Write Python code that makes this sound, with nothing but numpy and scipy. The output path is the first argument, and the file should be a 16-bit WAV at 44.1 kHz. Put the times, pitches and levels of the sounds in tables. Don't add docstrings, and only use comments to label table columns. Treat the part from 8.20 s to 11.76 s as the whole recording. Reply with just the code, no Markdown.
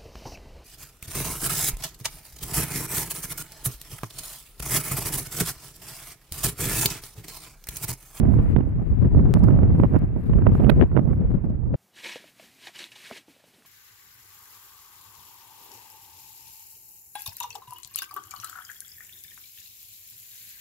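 import sys
import numpy as np
from scipy import signal
from scipy.fft import rfft, irfft
from scipy.io import wavfile
from scipy.ndimage import uniform_filter1d, minimum_filter1d, map_coordinates

SR = 44100
rng = np.random.default_rng(int(sys.argv[2]) if len(sys.argv) > 2 else 0)


def pcm_store(signal):
    levels = np.round(np.clip(np.atleast_2d(signal), -1, 1) * 32767)
    wavfile.write(sys.argv[1], SR, levels.astype(np.int16).T)


def voltage_ratio(level):
    return 10 ** (np.asarray(level, float) / 20)


N = 156996

# time in seconds, strength in spreads of the wander.
SWIRLS_LEFT = [(0.021, -0.7), (0.141, -1.3), (0.19, -2), (0.255, -1.2), (0.324, 0.7), (0.38, -2.3),
               (0.649, -1.1), (0.785, -0.5), (0.819, 0.2), (0.896, -2), (0.965, -0.5), (1.141, -0.5),
               (1.17, -0.6), (1.302, -2.8), (1.359, 0.7), (1.417, -1.0), (1.589, 0), (1.828, 2), (2.108, 0),
               (2.194, -1.9), (2.332, 0), (2.401, 1.3), (2.498, -2.5), (2.574, 1.5), (2.619, 4.5),
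               (2.689, 1), (3.127, -2.1), (3.206, -1.5), (3.298, 0.5), (3.386, -1.4), (3.416, -2),
               (3.542, 0)]
SWIRLS_RIGHT = [(0.322, -3.5), (0.364, 0), (0.41, 0), (0.6, 0.93), (0.724, 1.6), (0.792, 0.8),
                (0.911, -0.8), (0.963, 1.4), (1.118, -1.5), (1.164, 1.5), (1.6, 1.4), (1.638, 1.5),
                (1.688, -2.5), (1.758, 2), (1.806, -2.5), (1.97, 0.93), (1.98, 0.67), (2.016, -1.5),
                (2.053, -1.4), (2.138, 0.5), (2.269, 2), (2.32, -1.8), (2.374, -2.0), (2.501, 1),
                (2.545, -0.9), (2.682, -1.5), (2.772, 2.5), (2.824, -1.5), (2.904, 2.33), (2.949, -1.9),
                (3.218, -2.1), (3.245, 1.5)]
# time in seconds, hiss level in dB.
GRASS = [(0, -70.5), (.338, -70), (.35, -80.5), (.9, -79.5), (1.13, -76.5), (1.15, -71.5), (1.28, -71.5),
         (1.45, -77), (1.6, -74), (1.78, -75), (1.9, -82), (2.03, -76), (2.05, -75), (2.25, -79),
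         (2.38, -67.5), (2.55, -76.5), (3.33, -86.5), (3.56, -102)]
# frequency in Hz, density in dB per Hz.
PORT_LEFT = [(2000, -2.5), (4500, -2.5), (5800, -10.5), (8200, -3), (9600, -20), (12000, -14.5),
             (14000, -15.5), (16000, -21.5)]
PORT_RIGHT = [(2000, -15.5), (5000, -17.5), (7000, -25), (9500, -14), (11500, 5), (12300, -3), (14000, -19),
              (16000, -25.5)]


def unit(x):
    return x / np.sqrt(np.mean(x ** 2))


def curve(table):
    return np.interp(np.arange(N) / SR, *np.array(table).T[:2])


def colour(table, hz):
    table_hz, table_db = np.array(table).T
    return np.interp(np.log(np.maximum(hz, 1)), np.log(table_hz), table_db)


def tint(x, table, share=1):
    gain = voltage_ratio(share * colour(table, np.arange(N // 2 + 1) * SR / N))
    return irfft(rfft(x) * unit(gain), N)


def walk(rate):
    knots = rng.standard_normal(1000)
    return map_coordinates(knots, [np.arange(N) / SR * rate], order=3)


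def bumps(times, sizes, lengths_ms):
    out = np.zeros(N)
    for s, size, ms in zip(times, sizes, lengths_ms):
        k = np.clip(int(s * SR) + np.arange(-2000, 2000), 0, N - 1)
        out[k] += size * np.exp(-(2 * (k / SR - s) / (ms / 1000)) ** 2)
    return out


def swirling(swirls):
    return bumps(*np.array(swirls).T, [34.4] * len(swirls))


def port_wind(gusts, puffs, swirls, buffets, eddies, mesh_hz):
    usual_db, smooth_cycles = -18.5, 0.43
    gust = curve(gusts) + bumps(*np.array(puffs).T, [70] * len(puffs))
    chance = walk(22)
    chance = chance - uniform_filter1d(chance, size=SR // 6)
    swirl = 0.3 * chance + swirling(swirls)
    flutter = walk(82)
    buffet = bumps(*np.array(buffets).T)
    buffet = buffet * (1 + 0.18 * np.tanh(flutter[::-1]))
    octaves = 0.0082 * (gust - usual_db) + 0.097 * swirl + 0.2 * flutter + 0.0607 * buffet
    level_db = gust + 2 * swirl + 0.036 * buffet

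    noise = rfft(rng.standard_normal(N))
    pitch = np.log2(np.arange(N // 2 + 1) * SR / N + 1e-9)
    rest = unit(voltage_ratio(colour(eddies, 2 ** pitch)) * (pitch > 4))
    out = 0
    for step in np.arange(4.5, 13.5, .5):
        window = np.cos(np.pi * np.clip(pitch - step, -.5, .5)) ** 2
        band = irfft(noise * rest * window, N)
        shift_db = colour(eddies, 2 ** (step - octaves)) - colour(eddies, 2 ** step)
        crackle_db = 0.14 * buffet * np.clip(step - np.log2(374), 0, 1.7)
        mesh_db = -32.5 * np.maximum(0, step - np.log2(mesh_hz) - 0.002 * buffet)
        flicker_db = 1.5 * walk(13)
        db = level_db + shift_db + crackle_db + mesh_db + flicker_db
        span = 9 + int(smooth_cycles * SR / 2 ** step)
        db = uniform_filter1d(uniform_filter1d(db, span), span)
        out = out + band * voltage_ratio(db)
    return out


def wind():
    # time in seconds, rumble level in dB.
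    gust_left = [(0.0, -18), (0.12, -16.5), (0.2, -14), (0.48, -24.5), (0.86, -13.5), (1.41, -17),
                 (1.58, -17), (1.7, -18.5), (2.01, -26), (2.12, -17), (2.51, -22.5), (2.63, -7.5),
                 (2.68, -23.5), (2.91, -23.5), (3.0, -20), (3.14, -18.5), (3.41, -29), (3.56, -21)]
    gust_right = [(0.0, -11), (0.2, -13.5), (0.31, -19.5), (0.39, -18.5), (0.52, -28.5), (0.61, -16.5),
                  (0.68, -29.5), (0.97, -11), (1.12, -15.5), (1.3, -9.5), (1.98, -22), (2.04, -26),
                  (2.15, -14), (2.5, -12.5), (2.69, -21), (2.77, -13.5), (3.11, -21), (3.56, -22.5)]
    # time in seconds, level change in dB.
    puffs_left = [(0.12, -9.5), (0.25, -6), (0.542, 3.5), (0.6, -5), (0.74, -5.5), (1.201, -5.5),
                  (1.92, -2.5), (2.09, -1.5), (2.341, 6.5), (2.61, -4), (2.638, 3), (2.671, -13),
                  (3.049, -1), (3.142, 9.5), (3.21, -8)]
    puffs_right = [(0.23, 0), (0.301, -2.5), (0.38, 7.5), (0.479, 7), (0.681, -8.5), (0.719, 8.5),
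                   (0.78, -13), (0.91, -6.5), (1.118, -8.5), (1.692, -4), (1.728, 4), (1.881, 0.5),
                   (2.409, -3.5), (2.448, 5.5), (3.211, -1.5)]
    # time in seconds, strength in dB, length in ms.
    buffets_left = [(0.169, 11, 2.6), (0.189, 15, 9), (0.201, 12.5, 5.5), (0.806, 3, 2.9),
                    (0.819, 9.5, 4.8), (0.828, 7.5, 6), (0.932, 9.5, 3.6), (1.056, 7.5, 8.9), (1.235, 8, 5),
                    (1.346, 9, 6.7), (1.363, 6, 6.5), (1.375, 8, 5), (1.584, 9.5, 6.3), (1.599, 10.5, 5),
                    (1.821, 8.5, 4.8), (1.831, 9, 6.1), (2.098, 11, 6.3), (2.115, 13, 5.8), (2.159, 8, 3.7),
                    (2.262, 9.5, 2.5), (2.321, 8.5, 5.7), (2.332, 9.5, 8), (2.401, 9.5, 14),
                    (2.613, 21, 3.2), (2.625, 14, 5.4), (2.639, 9.5, 8.3), (3.106, 7, 4), (3.116, 9.5, 5.1),
                    (3.13, 7.5, 5), (3.302, 8, 5), (3.543, 16, 8.4)]
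    buffets_right = [(0.054, 10.4, 7.7), (0.14, 9.1, 6.9), (0.19, 14, 10), (0.261, 11, 9), (0.364, 29, 5),
                     (0.388, 9, 6), (0.409, 16, 7.6), (0.598, 12.2, 4.3), (0.848, 11.3, 5.7),
                     (0.949, 7.9, 3.3), (0.996, 7.4, 4.6), (1.151, 9.8, 5.1), (1.162, 7.1, 9.8),
                     (1.172, 9, 6.5), (1.286, 12, 5), (1.308, 12, 6.7), (1.39, 13.8, 3.4),
                     (1.434, 13.4, 4.5), (1.505, 7.7, 4.6), (1.551, 9, 6), (1.6, 15.2, 9), (1.629, 11, 3.5),
                     (1.637, 25, 6), (1.645, 22, 3.5), (1.653, 12.7, 4.6), (1.727, 11, 5.1),
                     (1.739, 11, 3.7), (1.746, 15, 5), (1.754, 21, 5), (1.762, 19, 5), (1.767, 16.4, 3.4),
                     (1.964, 7.8, 8.5), (1.984, 11.8, 6), (2.086, 7.5, 9.4), (2.136, 13, 4.5),
                     (2.187, 7, 7), (2.222, 7.5, 4), (2.269, 16, 7), (2.353, 19, 7), (2.401, 8, 10),
                     (2.409, 6, 6), (2.421, 9, 12), (2.439, 8.5, 3.4), (2.447, 14.7, 3.3), (2.468, 13, 3.4),
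                     (2.498, 29, 11), (2.518, 17.5, 3.9), (2.598, 9.5, 8), (2.608, 8.1, 4), (2.717, 9.5, 4),
                     (2.73, 8, 4), (2.767, 23, 5.1), (2.775, 27, 4.5), (2.786, 7, 1.3), (2.794, 16, 6.5),
                     (2.877, 16, 3.1), (2.904, 7.5, 5.2), (2.933, 11, 4), (3.243, 7.7, 9.6)]
    # frequency in Hz, density in dB per Hz.
    eddies_left = [(20, -6.5), (60, -0.5), (120, 1), (250, -11.5), (600, -31), (1500, -51), (2600, -62.5),
                   (5000, -74)]
    eddies_right = [(20, -8.5), (60, 3), (120, 1), (250, -12), (600, -29), (1500, -50), (2600, -68),
                    (5000, -92)]
    left = port_wind(gust_left, puffs_left, SWIRLS_LEFT, buffets_left, eddies_left, mesh_hz=4650)
    right = port_wind(gust_right, puffs_right, SWIRLS_RIGHT, buffets_right, eddies_right, mesh_hz=3120)
    return np.array([left, right])


def grass():
    shared_power = 0.14
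    shared = rng.standard_normal(N)
    rustle = voltage_ratio(curve(GRASS) + 2.6 * walk(45))
    out = []
    for port, port_db, swirls in ((PORT_LEFT, 5.5, SWIRLS_LEFT), (PORT_RIGHT, 3.5, SWIRLS_RIGHT)):
        own = rng.standard_normal(N)
        hiss = np.sqrt(shared_power) * shared + np.sqrt(1 - shared_power) * own
        swell = voltage_ratio(0.5 * swirling(swirls))
        out.append(voltage_ratio(port_db) * tint(hiss * rustle * swell, port))
    return np.array(out)


def roar():
    # frequency in Hz, density in dB per Hz.
    roar_left = [(200, -29.5), (500, -5), (1000, 1), (2000, -4), (2700, -10), (3200, -22), (4500, -31.5),
                 (6000, -58.5)]
    roar_right = [(200, -29.5), (500, -5), (1000, -2), (1800, -9), (2300, -12), (2900, -25.5),
                  (4000, -40.5), (6000, -60)]
    swell = voltage_ratio(0.61 * (curve(GRASS) + 79.5) - 1.5 * walk(6.7))
    left = voltage_ratio(-56.5) * tint(swell * rng.standard_normal(N), roar_left)
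    right = voltage_ratio(-62) * tint(swell * rng.standard_normal(N), roar_right)
    return np.array([left, right])


def casing_ticks():
    # time in seconds, peak in dB, left over right in dB.
    slips = [(0.0935, -55.5, -2.5), (0.491, -58.5, 0.5), (0.672, -66.5, -7), (1.1929, -45, -3.5),
             (1.2377, -36.5, 4.5), (1.3746, -55.5, -1.5), (1.5176, -54, 1), (1.5874, -49.5, -10),
             (1.6146, -51, -8), (1.7877, -47, -3), (2.0362, -55, -11.5), (2.1019, -62.5, -3),
             (2.3352, -54.5, 0), (2.9374, -56.5, -1.5), (3.254, -57.5, -1), (3.2959, -56, 0.5),
             (3.436, -66, 3)]
    late_s, level_db = 0.0012, -5
    s, db, pan_db = np.array(slips).T
    noise = rng.standard_normal(N)
    out = []
    for port, side in ((PORT_LEFT, .5), (PORT_RIGHT, -.5)):
        burst = noise * bumps(s + late_s, voltage_ratio(db + level_db + side * pan_db), [1.5] * len(s))
        out.append(tint(burst, port, share=0.6))
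    return np.array(out)


def whine():
    t = np.arange(N) / SR
    on = uniform_filter1d(1. * (t > .965) * (t < 1.026), size=300)
    turn = 2 * np.pi * 12172 * t
    high = np.outer(voltage_ratio((-86, -67)), np.sin(turn))
    low = np.outer(voltage_ratio((-71, -87)), np.sin(turn / 3))
    return on * (high + low)


def offset_click():
    start_s, settle_ms = 1.1397, 3.6
    t = np.arange(N) / SR
    step = (t > start_s) * np.exp(-np.abs(t - start_s) * 1000 / settle_ms)
    return np.outer((.33, .11), step)


def capsule_rattle():
    # frequency in Hz, density in dB per Hz.
    body = [(500, -25), (1000, -1), (3000, -10.5), (4500, -19.5), (6000, -41)]
    burst = rng.standard_normal(N) * bumps([2.4988], [1], [6.6])
    rattle = voltage_ratio(-32.5) * tint(burst, PORT_RIGHT, share=0.93) + voltage_ratio(-12) * tint(burst, body)
    return np.outer([0, 1], rattle)


def scene():
    return wind() + grass() + roar() + casing_ticks() + whine() + offset_click() + capsule_rattle()


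def top_cut(x):
    return signal.sosfilt(signal.butter(12, 15830, fs=SR, output="sos"), x)


def record(dry):
    peak = -minimum_filter1d(-np.abs(dry), size=441, axis=1)
    gain = uniform_filter1d(np.minimum(1, .9 / (peak + 1e-9)), size=441, axis=1)
    left_ms = (N - np.arange(N)) / SR * 1000
    fade = np.clip(left_ms / 6, .2, 1)
    return top_cut(dry * gain * fade)


dry = scene()
out = record(dry)
pcm_store(out)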